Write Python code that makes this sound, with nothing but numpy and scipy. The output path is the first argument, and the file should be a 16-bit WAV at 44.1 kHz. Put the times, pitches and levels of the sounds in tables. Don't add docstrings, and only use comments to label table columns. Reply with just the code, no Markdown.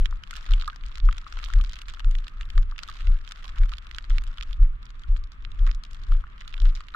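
import sys
import numpy as np
from scipy import signal
from scipy.fft import rfft, irfft, next_fast_len
from scipy.io import wavfile
from scipy.ndimage import uniform_filter1d

SR = 44100
rng = np.random.default_rng(int(sys.argv[2]) if len(sys.argv) > 2 else 0)


def store_wav(level_fs):
    pcm = np.round(np.clip(np.atleast_2d(level_fs), -1, 1) * 32767)
    wavfile.write(sys.argv[1], SR, pcm.T.astype(np.int16))


N = 306495
TIME = np.arange(N) / SR

# time in seconds, thump level in dB, thump pitch in Hz, hand sway in dB, scuff of the
# swinging foot in dB, crunch under the sole in dB, heel knock in dB before a common gain,
# time constant of the thump's swell in seconds, shudder of the grip in dB.
FOOTFALLS = [(-0.022, -13, 27, -26.5, -59.5, -57.5, -36, 0.012, -25),
             (0.489, -8.5, 31.2, -35.5, -55, -53.5, -28, 0.014, -34),
             (1.011, -9.5, 33, -34, -65, -64, -32.5, 0.015, -30),
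             (1.533, -7.5, 32, -33.5, -56.5, -58.5, -29.5, 0.014, -27.5),
             (2.036, -10, 29.2, -34.5, -65, -64, -36, 0.015, -32),
             (2.543, -9.5, 30.9, -30, -68, -64.5, -29.5, 0.014, -30),
             (3.048, -10, 29.8, -41, -57.5, -63, -33, .015, -24.5),
             (3.574, -10, 31.2, -36.5, -60.5, -59.5, -30.5, 0.015, -27),
             (4.086, -11, 28, -38, -65.5, -62.5, -38, 0.015, -28),
             (4.585, -8, 29.2, -29, -66, -67.5, -28.5, 0.013, -21.5),
             (5.069, -11.5, 31.1, -37.5, -72, -69, -39.5, 0.015, -26),
             (5.585, -8, 30.8, -32.5, -72.5, -61.5, -28.5, .015, -32),
             (6.081, -11.5, 27.9, -36, -68, -61, -32.5, 0.017, -28),
             (6.596, -8.5, 29.87, -39.5, -65, -57, -28, 0.016, -29.5)]
# frequency in Hz, relative gain in dB.
LEFT_COLOUR = [(150, -25.5), (400, -9.5), (750, -6), (1000, 5.5), (1300, 15), (1800, 3), (2300, 2.5),
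               (2900, 7), (4000, 4.5), (5500, -2), (7500, -5.5), (10000, -22), (12400, -19), (15500, -39)]
RIGHT_COLOUR = [(150, -10), (400, -9), (750, -7), (1000, -2), (1250, 10.5), (2000, 7.5), (3500, 9),
                (4500, 2.5), (6500, -9.5), (8800, -26), (12400, -24), (15500, -27.5)]
# frequency in Hz, relative density in dB per Hz.
HANDLING_COLOUR = [(12, -7.5), (22, 12), (34, 5.5), (52, -3), (80, -16), (120, -26.5), (200, -48),
                   (350, -53), (700, -61), (2000, -100)]
USUAL_CRUNCH_DB, RATE_FOLLOWS, LEVEL_FOLLOWS = -60.0, 0.62, 0.38


def from_db(db):
    return 10 ** (np.asarray(db) / 20)


def rms_one(x):
    return x / np.sqrt(np.mean(x ** 2) + 1e-20)


def at_hz(points, hz):
    f, value = np.transpose(points)
    return np.interp(np.log(np.maximum(hz, 1)), np.log(f), value)


def causal(gain):
    cepstrum = irfft(np.log(gain))
    half = len(cepstrum) // 2
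    cepstrum[1:half] *= 2
    cepstrum[half + 1:] = 0
    return irfft(np.exp(rfft(cepstrum)))[:half]


def colour(x, points, size=2048):
    gain = rms_one(from_db(at_hz(points, np.fft.rfftfreq(size, 1 / SR))))
    return signal.oaconvolve(x, causal(gain))[:N]


def noise(points):
    size = next_fast_len(N, True)
    gain = from_db(at_hz(points, np.fft.rfftfreq(size, 1 / SR)))
    return rms_one(irfft(rfft(rng.standard_normal(size)) * gain, size)[:N])


def drift(rate):
    width = max(1, int(SR / rate))
    averaged = uniform_filter1d(rng.standard_normal(N), width)
    return rms_one(uniform_filter1d(averaged, width))


def add(out, s, sound):
    start = int(round(s * SR))
    first, last = max(start, 0), min(start + sound.shape[-1], N)
    if last > first:
        out[..., first:last] += sound[..., first - start:last - start]


def pan_gains(pan_db):
    return rms_one(from_db([pan_db / 2, -pan_db / 2]))


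def place(pair, pan_db, lag_s=.00058):
    lag = int(round(lag_s * SR)) if pan_db else 0
    lags = (lag, 0) if pan_db < 0 else (0, lag)
    return np.array([g * np.pad(x, (d, lag - d)) for x, g, d in zip(pair, pan_gains(pan_db), lags)])


def phase_power(phase, times, levels_db):
    start, *lengths = phase
    corners = start + np.cumsum([0, *lengths])
    return sum((from_db(db) * np.interp(TIME, s + corners, [0, 1, 1, 0])) ** 2
               for s, db in zip(times, levels_db))


def thumps(lead_s=0.0366, order=4, early_s=0.013, sag_hz_per_s=35):
    out, t = np.zeros(N), TIME[:SR // 3]
    since = t - early_s - lead_s
    for s, db, hz, *_, swell_s, _ in FOOTFALLS:
        envelope = (t / (order * swell_s)) ** order * np.exp(order - t / swell_s)
        cycles = (hz - .5 * sag_hz_per_s * since) * since
        add(out, s - early_s, from_db(db) * envelope * np.cos(2 * np.pi * cycles))
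    return out


def shudders(after_s=0.0377, width_s=0.027, hz=52, spread_db=1.2):
    out, t = np.zeros(N), TIME[:SR // 5] - .1
    envelope = np.exp(-.5 * (t / width_s) ** 2)
    for s, *_, db in FOOTFALLS:
        pitch = hz * from_db(rng.normal(0, spread_db))
        add(out, s + after_s + t[0], from_db(db) * envelope * np.cos(2 * np.pi * pitch * t))
    return out


def heels(after_s=.027, hz=84, t60=0.12, gain_db=5.0, rise_s=0.0024, knock_db=-15.0):
    # frequency in Hz, relative density in dB per Hz.
    knock_colour = [(50, 9.5), (120, -7.5), (250, -7.5), (500, -22), (900, -21), (2000, -61)]
    out, t = np.zeros(N), TIME[:SR // 5]
    envelope = (1 - np.exp(-t / rise_s)) * from_db(-60 * t / t60)
    knocks = np.array_split(from_db(knock_db) * noise(knock_colour), len(FOOTFALLS))
    for (s, *_, heel_db, _, _), knock in zip(FOOTFALLS, knocks):
        pitch = hz * from_db(rng.normal(0, 1.0))
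        blow = np.sin(2 * np.pi * pitch * t) + knock[:len(t)]
        add(out, s + after_s, from_db(heel_db + gain_db) * envelope * blow)
    return out


def bumps(width_s=0.023, gain_db=-3.0, rattle_db=-9.5):
    # time of the height in seconds, level in dB before a common gain, pitch in Hz.
    lesser_jolts = [(0.113, -18, 28.6), (0.426, -24, 29.4), (0.648, -28, 34.3), (0.849, -24.5, 31.7),
                    (1.181, -33.5, 29.2), (1.366, -24, 32.6), (1.457, -27.5, 36.3), (1.908, -26, 31.2),
                    (2.164, -17.5, 27.92), (2.226, -24.5, 28.8), (2.406, -24.5, 36.2), (2.707, -26, 27.8),
                    (3.013, -25, 26.2), (3.23, -34, 30.4), (3.501, -23.5, 29.6), (4.293, -22, 29.4),
                    (4.495, -21, 34), (5.261, -28, 30.2), (5.449, -27.5, 28.3), (5.755, -19.5, 29.03),
                    (5.926, -35, 31.5), (5.996, -25, 25.7), (6.273, -27.5, 27.6), (6.561, -23.5, 28.4)]
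    out, t = np.zeros(N), TIME[:SR // 5] - .1
    envelope = np.exp(-.5 * (t / width_s) ** 2)
    rumbles = np.array_split(from_db(rattle_db) * noise(HANDLING_COLOUR), len(lesser_jolts))
    for (s, db, hz), rumble in zip(lesser_jolts, rumbles):
        rocking = np.cos(2 * np.pi * (hz * t + rng.random())) + rumble[:len(t)]
        add(out, s + t[0], from_db(db + gain_db) * envelope * rocking)
    return out


def sway(own_db=-14.5, gain_db=-1.5, settle_db=-14.5, rest_db=-41):
    # start relative to the footfall, attack, hold and release, all in seconds.
    arm_swing = (-0.236, 0.085, 0.13, 0.32)
    arm_settle = (0, 0.02, 0.06, .16)
    s, thump_db, _, swing_db, *_ = np.transpose(FOOTFALLS)
    power = phase_power(arm_swing, s, swing_db) + phase_power(arm_settle, s, thump_db + settle_db)
    rumble = noise(HANDLING_COLOUR)
    evened = rumble / np.sqrt(np.abs(uniform_filter1d(rumble ** 2, SR // 10)) + 1e-9)
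    pair = evened + from_db(own_db) * noise(HANDLING_COLOUR) * [[1], [-1]]
    return from_db(gain_db) * pair * np.sqrt(power + from_db(rest_db) ** 2)


def crunch_level():
    # start relative to the footfall, attack, hold and release, all in seconds.
    foot_swing = (-0.25, .1, 0.07, .14)
    sole_press = (-0.041, .05, 0.04, .14)
    # time in seconds, level in dB.
    loose_snow = [(0.2, -70.5), (.6, -61), (.76, -69), (0.9, -63), (1.05, -67), (1.25, -61), (1.7, -61),
                  (2.1, -65.5), (2.7, -69), (2.82, -60), (2.97, -58), (3.2, -65), (3.4, -62), (3.85, -66),
                  (4.1, -62), (4.42, -63), (4.7, -77), (6.3, -76), (6.5, -64), (6.9, -67)]
    s, _, _, _, scuff_db, press_db, *_ = np.transpose(FOOTFALLS)
    strides = phase_power(foot_swing, s, scuff_db) + phase_power(sole_press, s, press_db)
    loose_db = np.interp(TIME, *np.transpose(loose_snow))
    return 10 * np.log10(strides + from_db(loose_db) ** 2)


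def crunch(crunch_db, per_s=150, size_db=8.0, grains_db=-3.0, powder_db=-3.5, clump_db=4.0,
           crumble_s=0.0004):
    # frequency in Hz, relative level in dB.
    powder_colour = [(350, -2.5), (620, 12.5), (1000, 1), (1500, 4), (2200, 4), (3100, -2), (5500, -3),
                     (9000, -0.5), (15000, -7.5)]
    born = rng.random((2, N)) < per_s / SR
    sizes = from_db(size_db * np.minimum(rng.exponential(1, N), 3))
    decay = np.exp(-1 / (crumble_s * SR))
    breaks = signal.lfilter([1], [1, -decay], born * sizes + 1e-18)
    grains = rms_one((breaks + .5 * breaks[::-1]) * rng.standard_normal((2, N)))
    powder = np.array([noise(powder_colour), noise(powder_colour)])
    level = from_db(crunch_db + clump_db * drift(55))
    return level * (from_db(grains_db) * grains + from_db(powder_db) * powder)


def give_way(per_s, crunch_db, count, clump_db=5.0, clumps_per_s=22):
    pace_db = RATE_FOLLOWS * (crunch_db - USUAL_CRUNCH_DB) + clump_db * drift(clumps_per_s)
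    strain = np.cumsum(per_s * from_db(pace_db)) / SR
    return np.searchsorted(strain, np.arange(count) + rng.uniform(0, 1.8, count))


def small_grains(crunch_db, per_s=52.0, usual_db=-30, spread_db=4.5, tilt_db=-2.5, tilt_spread_db=1.5,
                 pan_db=-1, pan_spread_db=3, low_hz=2800, high_hz=7800, count=700):
    ring_hz = low_hz * (high_hz / low_hz) ** rng.random(count)
    at = give_way(per_s, crunch_db, count)
    strength = rng.uniform(-1, 1, count)
    tilt, pan = rng.standard_normal((2, count))
    level_db = usual_db + LEVEL_FOLLOWS * (crunch_db - USUAL_CRUNCH_DB)
    return [(i / SR, level_db[i] + spread_db * strength[k], tilt_db + tilt_spread_db * tilt[k],
             ring_hz[k], pan_db + pan_spread_db * pan[k]) for k, i in enumerate(at) if i < N]


def ticks(grains, gain_db=-1.48, crumble_db=6.0, crumble_t60=0.015, clean_per_db=1.02, ring_db=6.5,
          ring_octaves=0.37, ripple_db=1.77, size=1024):
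    out, t = np.zeros((2, N)), TIME[:size]
    hz = np.fft.rfftfreq(size, 1 / SR) + 1
    ports = np.array([rms_one(from_db(at_hz(port, hz))) for port in (LEFT_COLOUR, RIGHT_COLOUR)])
    octaves = np.log2(np.clip(hz, 1200, 9000) / 3100)
    knots = np.linspace(octaves[0], octaves[-1], 16)
    for s, db, tilt_db, ring_hz, pan_db in grains:
        crumble = rng.standard_normal((2, size)) * from_db(-60 * t / crumble_t60)
        crumble /= np.linalg.norm(crumble, axis=1, keepdims=True)
        burst = crumble * from_db(crumble_db - clean_per_db * abs(pan_db)) + (t == 0)
        resonance = np.exp(-.5 * (np.log2(hz / ring_hz) / ring_octaves) ** 2)
        ripple = np.interp(octaves, knots, rng.standard_normal(len(knots)))
        shape = from_db(tilt_db * octaves + ring_db * resonance + ripple_db * ripple)
        pair = [signal.fftconvolve(b, causal(port * shape)) for b, port in zip(burst, ports)]
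        snap = place(pair, pan_db)
        add(out, s, from_db(db + gain_db) * snap * np.sqrt(2) / np.linalg.norm(snap))
    return out


def small_creaks(crunch_db, per_s=5.0, usual_db=-50, spread_db=1.0, usual_hz=1400, pitch_spread_hz=90,
                 pan_spread_db=1.0, t60=0.0084, count=90):
    at = give_way(per_s, crunch_db, count)
    level_db = usual_db + LEVEL_FOLLOWS * (crunch_db - USUAL_CRUNCH_DB)
    return [(i / SR, level_db[i] + spread_db * size, usual_hz + pitch_spread_hz * pitch,
             pan_spread_db * pan, t60)
            for i, (size, pitch, pan) in zip(at, rng.standard_normal((count, 3))) if i < N]


def creaks(slips, gain_db=-5.0, rise_s=0.0017, rough=0.092, lag_s=0.00013):
    # multiple of the creak's pitch, relative level in dB.
    creak_modes = [(.9, -14.5), (0.999, -4), (1.14, -17.5), (1.35, -17.5)]
    out, t = np.zeros((2, N)), TIME[:SR // 10]
    for s, db, hz, pan_db, t60 in slips:
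        tone = sum(from_db(mode_db) * np.sin(2 * np.pi * hz * ratio * t + rng.normal(0, 1.0))
                   for ratio, mode_db in creak_modes)
        grit = rms_one(uniform_filter1d(rng.standard_normal((2, len(t))), SR // 1500))
        envelope = (1 - np.exp(-t / rise_s)) ** 2 * from_db(-60 * t / max(t60, .005))
        ring = tone * (1 + rough * grit) * envelope
        left, right = ring / np.std(ring[:, :SR * 12 // 1000]) * from_db(db + gain_db)
        left_gain, right_gain = pan_gains(pan_db)
        add(out[0], s, left_gain * left)
        add(out[1], s + lag_s, right_gain * right)
    return signal.sosfilt(signal.butter(4, 900, "high", fs=SR, output="sos"), out)


def squeaks(crunch_db, per_s=70, t60=0.014, low_hz=1080, high_hz=1900):
    out, pitches = np.zeros((2, N)), np.geomspace(low_hz, high_hz, 7)
    r = from_db(-60 / (t60 * SR))
    for hz in pitches:
        slips = np.zeros((2, N))
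        at = rng.integers(0, N, int(per_s * N / SR / len(pitches)))
        slips[:, at] = rng.standard_normal((2, len(at)))
        poles = [1, -2 * r * np.cos(2 * np.pi * hz / SR), r * r]
        out += signal.lfilter([1, 0, -1], poles, slips + 1e-18) / hz
    return rms_one(out) * from_db(crunch_db)


def street(level_db=-56.5, waver_db=1.0):
    # frequency in Hz, relative density in dB per Hz.
    street_colour = [(60, -16), (120, -7), (200, -13), (320, -21), (520, -30.5), (800, -32), (1000, -20.5),
                     (1220, -10), (1450, -16), (1700, -17.5), (2200, -20.5), (3300, -26.5), (5000, -44),
                     (8000, -54.5), (15000, -58)]
    # frequency in Hz, correlation of left and right from -1 to 1.
    likeness = [(60, 0.86), (210, 0.94), (400, 0.7), (720, 1), (1340, -0.33), (2500, -0.49), (4600, -0.08)]
    size = next_fast_len(N, True)
    hz = np.fft.rfftfreq(size, 1 / SR)
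    mid, side = rfft(rng.standard_normal((2, size)))
    alike = np.clip(at_hz(likeness, hz), -1, 1)
    pair = np.sqrt(1 + alike) * mid + np.sqrt(1 - alike) * side * [[1], [-1]]
    air = rms_one(irfft(pair * from_db(at_hz(street_colour, hz)), size)[:, :N])
    return air * from_db(level_db + waver_db * drift(20.3))


def scene(body_pan_db=1.1):
    # time in seconds, level in dB before a common gain,
    # brightness in dB per octave, ring in Hz, left-minus-right level in dB.
    icy_snaps = [(0.0575, -4.5, 4, 2400, -9), (0.1099, -27.5, 3, 4500, 4), (0.2362, -13.5, 0.5, 2880, -4),
                 (0.2744, -26.5, 5, 3400, -7), (0.309, -11.5, 5, 1780, -0.5), (0.338, -18, 4, 3400, 3),
                 (0.3549, -15.5, 2, 1400, -12), (0.3611, -17, 7, 2900, -1), (0.3667, -13.5, 5, 1400, -6.5),
                 (0.389, -29, 3, 3000, 1), (0.4288, -26, 4, 3400, 5), (0.4632, -16.5, -5.5, 6000, -1.5),
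                 (0.4904, -18.5, -5, 2700, 0.5), (0.5091, -14, 5.5, 1400, -1.5),
                 (0.5197, -12.5, -1, 3680, -11), (0.5359, -4.5, -0.5, 2720, -0.5),
                 (0.5811, -24, -5, 3400, -4), (0.5978, -18, 0, 4300, 0), (0.6124, -11.5, 2, 3660, -8.5),
                 (0.6223, -12, -1, 3970, -3), (0.6452, -20, 3, 3340, -16), (0.6582, -23, 2, 4500, 0),
                 (0.6771, -14.5, 11.5, 4440, -1), (0.6995, -12.5, -9, 3700, -1.5),
                 (0.7604, -19.5, 0.5, 5500, 5), (0.8368, -18.5, -2, 2900, 0), (0.862, -22.5, 3, 5500, 2),
                 (0.9233, -26, 1, 3400, -10), (0.9556, -15, 2.5, 4700, -7), (0.9735, -18.5, -2, 5100, -0.5),
                 (0.9819, -17.5, 3, 1400, 15), (1.0014, -16.5, -0.5, 4280, -23),
                 (1.0535, -26.5, 8, 5500, -5), (1.0876, -4, -14.5, 1800, 4.5), (1.1111, -19, -2, 2700, 5),
                 (1.1264, -12.5, -2, 9000, -1.5), (1.1453, -27, -3, 4000, 2), (1.1678, -22, -3, 9000, 3),
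                 (1.1816, -12, 1, 5140, -1.5), (1.2656, -14.5, -15, 2700, 3), (1.28, -27, 0, 5000, -6),
                 (1.3246, -13, -1.5, 6500, -0.5), (1.3711, -13, -7.5, 3100, 2),
                 (1.3891, -17.5, 0.5, 6000, 0), (1.3999, -18, -10, 3000, 7), (1.433, -16.5, -5, 2700, 6),
                 (1.4412, -9.5, 1, 4300, -21), (1.4469, -17.5, 10.5, 3100, 0.5), (1.4598, -15, 2, 2907, -9),
                 (1.4865, -22, 7, 3000, -6), (1.5013, -23, 2, 3700, 1), (1.5288, -21, -5, 3400, -13),
                 (1.5364, -10.5, 6, 1950, -1), (1.6119, -13, 3, 2660, -2.5), (1.6402, -24, 8, 4300, 18),
                 (1.6478, -17, 1, 5100, -18), (1.6944, -19, 5, 3140, 1), (1.7129, -23, 1, 3400, -2),
                 (1.7221, -22, 6, 4500, -8), (1.7331, -15, -1, 5140, 3), (1.7404, -19, -1, 4000, -2),
                 (1.7566, -19.5, 6, 2500, -5), (1.7663, -17.5, -4, 2700, 2), (1.7883, -17, 0, 9000, 1),
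                 (1.817, -14, 4.5, 2920, 0), (1.8837, -14.5, 5, 1600, -0.5), (1.8932, -19, 6, 2500, -13),
                 (1.899, -21, 3.5, 1800, 12), (1.9376, -16.5, -1.5, 9000, 2), (1.9461, -21, 1, 3100, 2),
                 (1.9716, -21, -7, 2926, -5), (1.9953, -14, 2.5, 1790, 2), (2.0033, -14.5, -5.5, 2900, 2.5),
                 (2.0455, -15.5, -3, 9200, -7), (2.111, -20.5, 2.5, 9050, -0.5),
                 (2.1518, -12.5, 2.5, 2500, -4.5), (2.1857, -19, 2, 3420, 3), (2.2436, -24, 6, 3420, -1),
                 (2.2684, -17, -4, 4700, -0.5), (2.281, -15, 3, 2090, 0), (2.4107, -12.5, 1, 2100, 0),
                 (2.4304, -20.5, -3.5, 2540, 3), (2.4539, -29, 8, 3360, -2),
                 (2.5017, -15.5, 2.5, 3070, 0.5), (2.5787, -8, -2, 8200, -8.5), (2.63, -23.5, 0, 4700, -22),
                 (2.7124, -23.5, -3.5, 4500, 6), (2.761, -23, -4, 2500, -2.5), (2.7811, -14.5, 1, 2700, 8),
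                 (2.7905, -8.5, 0.5, 2300, -11), (2.7997, -24, 2, 2700, -20), (2.8332, -8.5, 2, 5100, 2),
                 (2.8766, -19, 5, 2900, 1), (2.8867, -15, 1.5, 4000, 7), (2.8989, -17, 4.5, 1400, -5),
                 (2.915, -20, 1, 1900, -13), (2.9395, -26, 4, 5000, 1), (2.9682, -23, 0, 4050, -7),
                 (3.0077, -19, 2.5, 2500, -15), (3.0457, -30, 1, 4024, -1), (3.0712, -14, 1, 1910, -6),
                 (3.248, -26, 0, 3400, -1), (3.2767, -15.5, 4, 2310, -9), (3.29, -24, 6, 5100, -5),
                 (3.3104, -16.5, 3.5, 1400, -1), (3.3202, -11, 1.5, 5540, 1.5), (3.3591, -23, 0, 3370, -6),
                 (3.4312, -26, 7, 3100, -12), (3.4426, -17.5, -1.5, 4700, 0.5), (3.4549, -20, 5, 2700, -21),
                 (3.4795, -19.5, 4.5, 4300, -4), (3.4919, -19.5, -2, 6010, -7), (3.4972, -24, -1, 4040, -4),
                 (3.5656, -22.5, -13, 2000, -4), (3.5729, -23, -10, 2000, 0.5),
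                 (3.5787, -18.5, -9, 2280, -0.5), (3.5842, -17, 2.5, 2095, -7.5),
                 (3.6164, -22, -7, 1890, -10), (3.6342, -15, -3.5, 1910, -1.5),
                 (3.657, -19.5, -5.5, 9050, -1), (3.6928, -19.5, 5, 1400, -0.5),
                 (3.7189, -17, -3, 9000, -7), (3.7367, -10.5, 2, 2700, -11.5), (3.7701, -26, 6, 4470, -7),
                 (3.7831, -14, 3.5, 3370, -6.5), (3.8685, -21, 1, 3400, -4), (3.9127, -13.5, 2.5, 2150, -9),
                 (3.947, -14, 1, 3400, -1), (3.9636, -26, 4, 6500, 1), (3.9844, -5.5, 3, 2200, -8),
                 (4.0418, -19, -4.5, 3694, 3), (4.0982, -20.5, 6.5, 2900, 0.5),
                 (4.1045, -13.5, -3, 1800, 6), (4.1156, -24, 0, 2700, -6), (4.1591, -29, 5, 4500, 0),
                 (4.1833, -6, 2.5, 2750, -12), (4.2377, -21, 2, 9000, -4), (4.2677, -23.5, 1, 3400, -3),
                 (4.2802, -27, -2, 3004, 2), (4.3734, -20.5, 0, 3370, 2), (4.3829, -12.5, -3.5, 3130, 1),
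                 (4.4107, -9.5, 2, 2300, -24), (4.4255, -12, 1, 2900, -3), (4.4323, -15, 0, 5100, 5),
                 (4.5305, -15.5, 5, 3400, -11), (4.6293, -23.0, -5, 5520, -16),
                 (4.6494, -24.5, -10, 2310, -2), (4.829, -25.5, 0.5, 3940, 1), (4.855, -28, 6, 5500, -7),
                 (4.866, -27, -1, 4000, -10), (4.9045, -36, 9, 5500, 8), (4.9945, -30.5, 7, 4550, -2),
                 (5.0355, -22.5, -1.5, 4270, 1), (5.1638, -18.5, -6.5, 9100, -2),
                 (5.1695, -27.5, 4, 8100, -1), (5.1764, -32, 5, 4070, -4), (5.239, -24, 2.5, 5600, -1),
                 (5.3189, -24, 2, 5510, -1), (5.45, -13.5, 0, 3100, -22), (5.5175, -23, 2.5, 3420, -5),
                 (5.5926, -25, 5, 3120, -2), (5.6659, -13, -0.5, 2100, -0.5), (5.6742, -14, -3, 9000, -10),
                 (5.692, -15.5, -7, 2300, 0), (5.7139, -14, 0.5, 5000, -13), (5.748, -22, 4.5, 5100, -1),
                 (5.8367, -16.5, 2.5, 4770, 5.5), (5.8506, -21.5, 3, 3400, 0), (5.9104, -27.5, 4, 6420, 2),
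                 (5.932, -25, 5, 5440, -5), (5.946, -23.5, 7, 3400, -4), (6.0363, -23.0, 2.5, 4395, 3),
                 (6.0838, -37, -4, 4040, -3), (6.1199, -17, -1, 2000, 1.5), (6.1391, -24, -1, 3970, 0.5),
                 (6.1493, -23, -7, 1993, -0.5), (6.2682, -25, -12, 2500, -4), (6.3797, -25, -1, 3400, -1),
                 (6.4068, -24, 4, 5060, 0.5), (6.4112, -16.5, -1, 1790, 5), (6.4195, -21, -1, 1894, -8),
                 (6.4776, -15, 5.5, 3800, -1.5), (6.5267, -22, -2, 3430, -8),
                 (6.5413, -10.5, 0.5, 2480, -20), (6.5659, -24, -1, 2700, -3),
                 (6.5791, -17.5, -1, 3700, -8), (6.6016, -15.5, 1.5, 4700, -12), (6.6189, -16, 0, 8250, -8),
                 (6.6626, -22.5, 0.5, 9000, -8), (6.6817, -31, -1, 6450, 1), (6.6912, -21, -3, 4500, 4),
                 (6.7517, -18.5, 3.5, 5500, -1), (6.7575, -21, 7, 4700, -28), (6.764, -21, 6, 2300, -6),
                 (6.8061, -18, -2, 9000, 0), (6.8849, -18, 2, 2280, -11), (6.9402, -18, -4, 3380, -3)]
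    # time in seconds, level in dB before a common gain, pitch in Hz,
    # left-minus-right level in dB, 60 dB decay time in seconds (at least 0.005 is used).
    hollow_creaks = [(0.126, -37.5, 1260, 3, 0.0043), (0.33, -34.5, 1450, -1, 0.0093),
                     (.635, -40.5, 1250, 3, 0.017), (0.6765, -23.5, 1228, -3.5, 0.041),
                     (.728, -43, 1580, -3, 0.032), (1.0878, -29, 1248, 1, 0.016),
                     (1.264, -43, 1120, -1, 0.029), (1.5, -35.5, 1360, 7.5, 0.013),
                     (1.536, -35.5, 1570, -5, 0.0057), (1.597, -38, 1220, 1, 0.023),
                     (2.578, -41.5, 1210, 2, 0.014), (2.721, -39, 1175, 4, 0.011),
                     (2.8865, -33.5, 1228, -8, 0.044), (3.723, -37, 1240, 4, 0.024),
                     (5.04, -47.5, 1400, -2, .02), (5.666, -39.5, 1165, 8, 0.017),
                     (5.676, -40.5, 1250, 6, 0.026), (6.1195, -36, 1324, 4, 0.012),
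                     (6.239, -38.5, 1360, -1, 0.0059), (6.806, -41, 1250, 2, 0.012),
                     (6.945, -23, 1347, 3, 0.045)]
    crunch_db = crunch_level()
    body = thumps() + shudders() + bumps() + heels() + sway()
    body = body * from_db([[body_pan_db / 2], [-body_pan_db / 2]])
    left, right = crunch(crunch_db)
    snow = np.array([colour(left, LEFT_COLOUR), colour(right, RIGHT_COLOUR)])
    snaps = ticks(list(icy_snaps) + small_grains(crunch_db))
    slips = creaks(list(hollow_creaks) + small_creaks(crunch_db)) + squeaks(crunch_db)
    return body + snow + snaps + slips + street()


def record(dry, cutoff_hz=16000):
    return signal.sosfilt(signal.cheby2(12, 70, cutoff_hz, fs=SR, output="sos"), dry)


dry = scene()
out = record(dry)
store_wav(out)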